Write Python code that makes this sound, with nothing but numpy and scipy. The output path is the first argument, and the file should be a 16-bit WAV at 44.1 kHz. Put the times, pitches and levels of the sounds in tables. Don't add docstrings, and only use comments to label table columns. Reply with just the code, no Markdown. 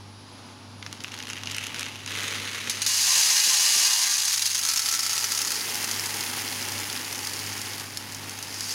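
import sys
import numpy as np
from scipy import signal
from scipy.fft import rfft, irfft
from scipy.io import wavfile
from scipy.ndimage import uniform_filter1d

SR = 44100
rng = np.random.default_rng(int(sys.argv[2]) if len(sys.argv) > 2 else 0)


def dump(signal):
    limited = np.clip(np.atleast_2d(signal).T, -1, 1)
    pcm = np.round(limited * 32767).astype(np.int16)
    wavfile.write(sys.argv[1], SR, pcm)


N = 385434
T = np.arange(N) / SR

POUR_S, POUR_FULL_S, COVER_S = 2.864, 3.18, 3.86
THIN_S, DEEP_S = 4.03, 5.47

# (time [s], level [dB], time for the bounces to die [s])
FIRST_BEANS = [(2.697, -21, 1), (2.8186, -20, 0.56), (2.863, -19, 0.23)]
STEEL_NOTES = [2870, 4380, 4820, 4850, 5350, 6420, 6560, 10100]
SQUARE_HIT_NOTES = [4850, 4900, 4950, 5000, 4400, 5400, 5850, 6550]
# (frequency [Hz], level [dB])
STEEL_TONE = [(40, -59), (150, -23), (640, -43), (850, -15.5), (1400, -15), (1900, -9), (2900, -7.5),
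              (3500, -3.5), (4300, -3), (5000, -2), (6500, 1.5), (8100, -8.5), (10000, -6), (12500, -15),
              (16000, -22.5)]
# (pitch [Hz], level [dB])
PAN_RING = [(775, -55), (845, -49.5), (925, -54), (964, -49.5), (1045, -45), (1179, -46.5), (1300, -56),
            (1630, -50), (1700, -54), (1809, -50), (1897, -48), (1935, -47), (2067, -48), (2250, -52),
            (2338, -52), (2525, -49), (2649, -50), (2873, -45), (3041, -49), (3257, -51), (3410, -51),
            (4124, -47), (4323, -50), (4465, -46), (4813, -43.5), (4852, -45.5), (4990, -47), (5249, -47),
            (5475, -48), (5737, -47), (6465, -47), (6790, -50), (7250, -49), (7870, -53), (8801, -50)]

def pan(ring_db=23, muffle_db=-28, cover_db_per_s=20.5, thinning_s=0.14):
    covered_s = np.maximum(T - COVER_S, 0)
    bare = np.exp(-covered_s / thinning_s)
    stream_db = np.interp(T, [POUR_S, POUR_FULL_S], [-20.5, -4])
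    stream_db -= 0.5 * (1 - bare) + cover_db_per_s * covered_s
    clatter = shower(160 + 2500 * bare, STEEL_NOTES, spread_db=3.3, fade_s=0.045, snap=0.5, ping=0.2)
    pings = shower(70, SQUARE_HIT_NOTES, spread_db=5, fade_s=0.082, snap=0.6, ping=1.15)
    blows = (clatter + amp(-17) * pings) * amp(stream_db) * (T > POUR_S)
    bounces = shower(500, STEEL_NOTES, spread_db=5, fade_s=0.037, snap=0.89, ping=0.43)
    for s, db, fade_s in FIRST_BEANS:
        blows += bounces * (T > s) * amp(db - 15 - 60 * abs(T - s) / fade_s)
    rattle = amp(-1) * through(blows, tone_filter(STEEL_TONE, band=(4000, 7500)))
    for s, db, _ in FIRST_BEANS:
        add(rattle, s, amp(db) * hit(STEEL_TONE, fade_s=0.083, snap=0.66, ping=0.064, hz=4500))
    ring = sum(amp(db) * resonate(blows * amp(drift(12)), hz, width_hz=6 + 0.0034 * hz)
               for hz, db in PAN_RING)
    floor_note = resonate(blows, hz=2960, width_hz=84) * amp(-16.5) * bare
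    return rattle + floor_note + ring * amp(ring_db + muffle_db * heap_depth(T))


# (time [s], level [dB], pitch [Hz])
CLINKS_AND_TICKS = [(4.2738, -14, 6520.0), (4.2961, -11, 6360.0), (4.3286, -8, 7210.0), (4.3601, -15, 6380),
                    (4.373, -13, 5390.0), (4.423, -13, 6440.0), (4.4567, -9.5, 6470.0),
                    (4.5087, -15, 6480.0), (4.5464, -14, 6920.0), (4.5908, -13.5, 4750.0),
                    (4.634, -15, 6470.0), (4.6503, -15, 6420.0), (4.6738, -17, 6400), (4.688, -11, 5320.0),
                    (4.6977, -13.5, 4870.0), (4.7135, -12.5, 4370.0), (4.7354, -13, 7310.0),
                    (4.7596, -11.5, 6880.0), (4.7735, -11.0, 5390.0), (4.7933, -10, 5360.0),
                    (4.819, -14.0, 4370.0), (4.8585, -12.5, 4860.0), (4.87, -20, 5510.0),
                    (4.8863, -12.0, 4820.0), (4.9121, -14.0, 5920.0), (4.925, -13, 6690.0),
                    (4.9383, -12, 5910.0), (4.9495, -12.0, 6440.0), (4.9917, -12.5, 5190.0),
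                    (5.0318, -13.5, 4960.0), (5.0641, -13, 5420.0), (5.0946, -16, 6400.0),
                    (5.1312, -12.5, 6540.0), (5.1649, -17, 5060.0), (5.1789, -12, 5770.0),
                    (5.2092, -17, 4960.0), (5.2422, -12, 5870.0), (5.3192, -13.5, 6540.0),
                    (5.3487, -16, 5240.0), (5.3771, -19, 6360.0), (5.3898, -15, 6500.0),
                    (5.4163, -15, 6360.0), (5.4487, -16, 6600.0), (5.4732, -20, 6370.0),
                    (5.505, -16.5, 4860.0), (5.5183, -15.5, 4390.0), (5.5557, -20.5, 6660.0),
                    (5.8432, -20.5, 6370.0), (5.9129, -18.5, 6300.0), (5.996, -21, 5240.0),
                    (6.0585, -23.5, 6680.0), (6.2077, -24.5, 5190.0), (6.7207, -27, 4580.0),
                    (6.801, -31, 5370.0), (6.928, -27, 5000.0), (7.1266, -28.0, 6200.0),
                    (7.1797, -32, 5200), (7.271, -26, 5150.0), (7.3345, -28.5, 4760.0),
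                    (7.3912, -29, 4920.0), (7.4635, -34, 5400), (7.6155, -27.5, 5220.0),
                    (7.798, -30.5, 4890.0), (7.9724, -24.5, 5240.0), (8.1219, -33.5, 4820.0),
                    (8.1468, -30.5, 6470.0), (8.295, -31, 6370.0), (8.3883, -32.5, 6400.0),
                    (8.4269, -28, 5170.0), (8.5422, -30, 5010.0), (8.6075, -24.5, 4940.0)]
# (frequency [Hz], level [dB])
CLINK_TONE = [(100, -63), (800, -20), (1900, -5.5), (3700, -6), (4500, 1), (6500, 2), (8100, -6),
              (10500, -4), (16000, -19)]

def clinks(low_hz=1328, low_peak_s=5.08, low_spread_s=0.42):
    out, t = np.zeros(N), np.arange(SR // 8) / SR
    low_note = np.sin(2 * np.pi * low_hz * t) * amp(-9 - 60 * t / 0.055)
    bounce_delays = rng.uniform(0.002, 0.007, len(CLINKS_AND_TICKS))
    for (s, db, hz), delay_s in zip(CLINKS_AND_TICKS, bounce_delays):
        fade_s = np.interp(s, [DEEP_S - 1, DEEP_S + 1], [0.055, 0.024])
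        filled = heap_depth(s) ** 2
        add(out, s, amp(db) * hit(CLINK_TONE, fade_s, snap=0.4 * filled, ping=0.24, hz=hz))
        add(out, s + delay_s, amp(db - 4 - 12 * filled) * hit(CLINK_TONE, fade_s, snap=0, ping=0, hz=hz))
        add(out, s, amp(db) * low_note / (1 + ((s - low_peak_s) / low_spread_s) ** 2))
    return out


# (time [s], level [dB])
HEAP_FLOW = [(3.6, -26.5), (4.3, -31), (5.2, -30), (6.4, -36.5), (7.76, -40), (7.88, -44.5), (8.74, -42)]
HEAP_NOTES = [1900, 2300, 3000, 4700, 5200, 6400, 9500, 11000]
# (frequency [Hz], level [dB])
HEAP_TONE = [(40, -35), (130, -11.5), (300, 0), (430, 1.5), (640, -6.5), (820, 4.5), (1150, 1), (2100, 3.5),
             (3000, 3), (3750, -1.5), (4800, 1.5), (6500, 1), (8000, -7), (10200, -1.5), (12800, -8),
             (16000, -10)]

def heap(bass_hz=700, treble_hz=4500, dulling_db_per_s=1.34):
    clicks = shower(3000, HEAP_NOTES, spread_db=2.9, fade_s=0.0098, snap=0.84, ping=0.17)
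    clicks *= avalanches(per_s=60, fade_s=0.05, swell=0.6)
    soft = through(clicks, tone_filter(HEAP_TONE, band=(1000, 3500)))
    ticks = shower(70, HEAP_NOTES, spread_db=4.5, fade_s=0.014, snap=2, ping=0.3)
    crisp = tone_filter([(500, -33), (3000, 6.5), (5500, 13.5), (8000, 2), (10000, 2), (16000, -10)])
    rustle = soft + amp(-4.5) * through(ticks, crisp)
    bass, below_treble = keep_below(rustle, bass_hz), keep_below(rustle, treble_hz)
    middle, treble = below_treble - bass, rustle - below_treble
    bass_db = -11 + 12 * heap_depth(T) ** 2
    treble_db = 5 - dulling_db_per_s * np.maximum(T - THIN_S, 0)
    return volume_curve(HEAP_FLOW, fade_s=0.25) * (bass * amp(bass_db) + middle + treble * amp(treble_db))


def heap_depth(s):
    return np.clip((s - THIN_S) / (DEEP_S - THIN_S), 0, 1)


# (time [s], length [s], level [dB], growth [dB/s], hits [1/s])
HEAP_SPILLS = [(4.83, 0.75, -22, -6.5, 410), (7.2, 1, -37.5, -18, 150), (8.42, 0.297, -47, 55, 930)]
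PATTER_NOTES = [4750, 4950, 5050, 5250, 6550]

def spills():
    gain, per_s = bean_runs(HEAP_SPILLS, rise_s=0.022, stop_s=0.071)
    patter = shower(per_s, PATTER_NOTES, spread_db=4.5, fade_s=0.032, snap=1, ping=0.29)
    return gain * unit(through(patter, tone_filter(CLINK_TONE)))


# (time [s], length [s], level [dB], growth [dB/s], hits [1/s])
BASIN_SLIDES = [(0.82, 0.49, -55, 22, 550), (1.45, 0.4, -43.5, 2, 1440), (2.065, 0.11, -38, 10, 1500),
                (2.16, 0.63, -35.5, -3.5, 2250)]
PLASTIC_NOTES = [1300, 2000, 2650, 2850, 3000, 3150, 4900, 6300]
# (frequency [Hz], level [dB])
SLIDE_TONE = [(100, -50), (450, -5.5), (700, -19.5), (1200, -7.5), (2000, -2), (2850, -3.5), (3900, -4),
              (5200, -7.5), (6600, -5.5), (8000, -17), (10200, -13.5), (12500, -21), (16000, -27)]
# (time [s], level [dB], added brightness [dB/octave])
BASIN_CRACKS = [(0.8266, -32.5, -10), (0.864, -30.5, -7), (0.9276, -31, -0.5), (1.0054, -35.0, -5),
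                (1.0385, -33, 3), (1.045, -27, -11), (1.119, -36.5, -6.0), (1.1402, -33, -5),
                (1.1433, -34.5, -2.0), (1.1781, -40, -3), (1.1893, -35.5, 1), (1.203, -33.5, -11),
                (1.226, -35, -1.0), (1.27, -35, -5.0), (1.2899, -38, 1), (1.3005, -29.5, -3),
                (1.3085, -35, 0.0), (1.3328, -30.5, -6), (1.3678, -36, -2), (1.3766, -35, -9),
                (1.435, -30.5, -1), (1.4585, -34.5, -2.0), (1.4726, -30.5, -7), (1.4984, -36, -2),
                (1.5128, -30.0, 0.0), (1.5169, -31.5, 1), (1.5467, -28, 0), (1.5662, -30, 3.0),
                (1.583, -26, 0.0), (1.638, -31, 0.0), (1.6424, -35, 2), (1.6682, -29, 2), (1.7451, -31, 0),
                (1.7618, -32.5, 0.0), (1.7945, -27, 1.5), (1.8093, -29, 2), (1.83, -29.5, 1),
                (1.858, -35, -3.0), (1.8637, -30.5, -10), (2.062, -30, -2), (2.0764, -29.5, -2),
                (2.2808, -26.5, 0)]
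# (frequency [Hz], level [dB])
CRACK_TONE = [(100, -77), (800, -15), (1400, -2.5), (2850, -3), (4000, -2), (6600, 0), (8000, -12),
              (10200, -9), (16000, -28)]

def basin(hollow_hz=2820, hollow_peak_s=1.58, hollow_spread_s=0.39):
    gain, per_s = bean_runs(BASIN_SLIDES, rise_s=0.03, stop_s=0.27)
    clicks = shower(per_s, PLASTIC_NOTES, spread_db=3.8, fade_s=0.014, snap=2.4, ping=0.2)
    clicks *= avalanches(per_s=50, fade_s=0.06, swell=1.5)
    out = gain * through(clicks, tone_filter(SLIDE_TONE, band=(1200, 4000)))
    for s, db, brightness in BASIN_CRACKS:
        tone = [(hz, tone_db + brightness * np.log2(max(hz / hollow_hz, 1))) for hz, tone_db in CRACK_TONE]
        add(out, s, amp(db) * hit(tone, fade_s=0.018, snap=2.8, ping=0.1, hz=hollow_hz))
    hollow = resonate(out, hollow_hz, width_hz=580) * amp(-13.5)
    return out + hollow / (1 + ((T - hollow_peak_s) / hollow_spread_s) ** 4)


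# (time [s], peak level [dB])
BASIN_BUMPS = [(3.162, -24), (3.261, -25), (3.469, -21), (3.76, -20)]

def thuds(fade_s=0.22):
    out, t = np.zeros(N), np.arange(SR // 3) / SR
    dull = tone_filter([(20, -18), (60, -5), (150, 1), (450, 0), (750, -8), (2000, -48)])
    for s, db in BASIN_BUMPS:
        thud = through(rng.standard_normal(len(t)) * amp(-60 * t / fade_s), dull)
        add(out, s, amp(db) * thud / abs(thud).max())
    return out


# (multiple of the motor's pitch, level [dB])
MOTOR_NOTES = [(.5, -17), (1, 8), (1.5, -9), (2, -4.5), (2.46, -6)]
# (frequency [Hz], level [dB])
RUSH_TONE = [(100, -49.5), (175, -14.5), (245, 3.5), (330, -5.5), (420, -9.5), (700, -11), (860, -8),
             (1200, -10), (1800, -16.5), (4900, -14.5), (6800, -22), (8050, -32), (10000, -24),
             (14000, -45)]
# (pitch [Hz], width [Hz], level against the rush [dB])
RUSH_WHISTLES = [(863, 34, -14), (10100, 200, -29)]
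# (pitch [Hz], level against the rush [dB])
DRIVE_WHINE = [(4883, -19), (5572, -26), (9566, -35), (9927, -26), (10094, -22), (10449, -40)]

def roaster(motor_hz=99.95, drum_turns_per_s=1.34, hum_db=-49.5, rush_db=-45.5):
    hum = sum(amp(db + drift(5.7)) * np.sin(2 * np.pi * k * motor_hz * T + 0.14 * k * drift(2.8))
              for k, db in MOTOR_NOTES)
    rush = unit(through(rng.standard_normal(N), tone_filter(RUSH_TONE))) * amp(drift(7.7))
    whistle = sum(amp(db) * resonate(rng.standard_normal(N), hz, width) for hz, width, db in RUSH_WHISTLES)
    whine = sum(amp(db + 4.5 * drift(14)) * np.sin(2 * np.pi * hz * T + 1.1 * drift(14))
                for hz, db in DRIVE_WHINE)
    deep = tone_filter([(20, -41), (50, -1.5), (130, 15), (220, 3.5), (600, -29), (3000, -78)])
    rumble = amp(-10) * unit(through(rng.standard_normal(N), deep))
    swell_db = 5 * np.cos(np.pi * drum_turns_per_s * (T - 0.79)) ** 4
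    motor = amp(hum_db + swell_db) * unit(hum)
    return motor + amp(rush_db) * (rush + whistle + np.sqrt(2) * whine + rumble)


def room(x, fade_s=0.24, echo_db=-13):
    t = np.arange(SR // 2) / SR
    tail = rng.standard_normal(len(t)) * amp(-60 * t / fade_s) * (t > 0.005)
    return x + amp(echo_db) * through(x, tail / np.linalg.norm(tail))


def contact(fade_s, snap, ping, hz, size=2048):
    t = np.arange(size) / SR
    fade = amp(-60 * t / fade_s)
    noise = rng.standard_normal(size) * (fade + snap * np.exp(-t / 0.0003))
    note = np.sin(2 * np.pi * hz * t) * fade
    blow = unit(noise) + ping * unit(note)
    return blow / np.linalg.norm(blow)


def hit(tone, fade_s, snap, ping, hz):
    blow = through(contact(fade_s, snap, ping, hz), tone_filter(tone))
    return blow / np.sqrt(np.mean(blow[:round(0.003 * SR)] ** 2))


def shower(per_s, notes, spread_db, fade_s, snap, ping, count=32):
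    strength = amp(spread_db * np.minimum(rng.exponential(1, N), 2.7)) * (rng.random(N) < per_s / SR)
    strength /= np.sqrt(abs(uniform_filter1d(strength ** 2, size=2600)) + 0.5 * per_s / SR)
    pitches = np.resize(notes, count) * rng.uniform(0.94, 1.02, count)
    blows = [contact(fade_s, snap, ping, hz) for hz in pitches]
    spot = rng.integers(0, count, N)
    out = np.zeros(N + SR)
    for at in np.flatnonzero(strength):
        blow = blows[spot[at]]
        out[at:at + len(blow)] += strength[at] * blow
    return out[:N]


def avalanches(per_s, fade_s, swell):
    starts = rng.exponential(1, N) * (rng.random(N) < per_s / SR)
    power = signal.lfilter([1], [1, -amp(-60 / (fade_s * SR)) ** 2], starts)
    return unit(np.sqrt(1 + swell * power))


def bean_runs(rows, rise_s, stop_s):
    gains = []
    for s, length, db, growth_db, _ in rows:
        running_s, after_s = np.clip(T - s, 0, length), np.maximum(T - s - length, 0)
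        rise = np.minimum(running_s / rise_s, 1)
        gains.append(rise * amp(db + growth_db * running_s) * np.exp(-after_s / stop_s))
    power = np.array(gains) ** 2 + 1e-20
    hits_per_s = np.array(rows)[:, -1]
    return np.sqrt(power.sum(0)), hits_per_s @ power / power.sum(0)


def resonate(x, hz, width_hz):
    r = np.exp(-np.pi * width_hz / SR)
    feedback = [1, -2 * r * np.cos(2 * np.pi * hz / SR), r * r]
    return np.sqrt((1 - r * r) / 2) * signal.lfilter([1, 0, -1], feedback, x)


def tone_filter(points, band=(0, SR), size=2048):
    hz = abs(np.fft.fftfreq(size, 1 / SR))
    point_hz, db = np.transpose(points)
    gain = amp(np.interp(np.log(hz + 1), np.log(point_hz), db))
    gain /= np.sqrt(np.mean(gain ** 2 * (hz >= band[0]) * (hz <= band[1])))
    spectrum = np.exp(np.conj(signal.hilbert(np.log(gain))))
    return np.fft.ifft(spectrum).real[:size // 2]


def through(x, response):
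    return signal.oaconvolve(x, response)[:len(x)]


def keep_below(x, edge_hz):
    return irfft(rfft(x) / (1 + (np.fft.rfftfreq(N, 1 / SR) / edge_hz) ** 4), N)


def drift(per_s):
    coarse = T[::128]
    hz = np.fft.rfftfreq(len(coarse), coarse[1])
    slow = irfft(rfft(rng.standard_normal(len(coarse))) * np.exp(-(hz / per_s) ** 2), len(coarse))
    return np.interp(T, coarse, unit(slow))


def volume_curve(rows, fade_s):
    s, db = np.transpose(rows)
    fade = np.interp(T, [s[0] - fade_s, s[0], s[-1], s[-1] + fade_s], [0, 1, 1, 0])
    return amp(np.interp(T, s, db)) * fade


def add(mix, s, sound):
    part = mix[round(s * SR):][:len(sound)]
    part += sound[:len(part)]


def amp(db):
    return 10 ** (np.asarray(db) / 20)


def unit(x):
    return x / np.sqrt(np.mean(x ** 2) + 1e-20)


def scene():
    beans = room(basin() + pan() + spills() + clinks() + heap() + thuds())
    approach = amp(np.interp(T, [0, 1.7], [-2.5, 0]))
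    return (beans + roaster() * approach)[None]


def record(dry, threshold_db=-30, ratio=2.93, follow_s=0.048, recover_db_per_s=23, top_hz=15900):
    keep = np.exp(-1 / (follow_s * SR))
    level_db = 10 * np.log10(signal.lfilter([1 - keep], [1, -keep], dry[0] ** 2) + 1e-12)
    cut_db = np.maximum(level_db - threshold_db, 0) * (1 - 1 / ratio)
    held_db = np.maximum.accumulate(cut_db + recover_db_per_s * T) - recover_db_per_s * T
    treble_cut = signal.firwin(511, top_hz, window=("kaiser", 9), fs=SR)
    return signal.oaconvolve(dry * amp(-held_db), treble_cut[None], "same")


dry = scene()
out = record(dry)
dump(out)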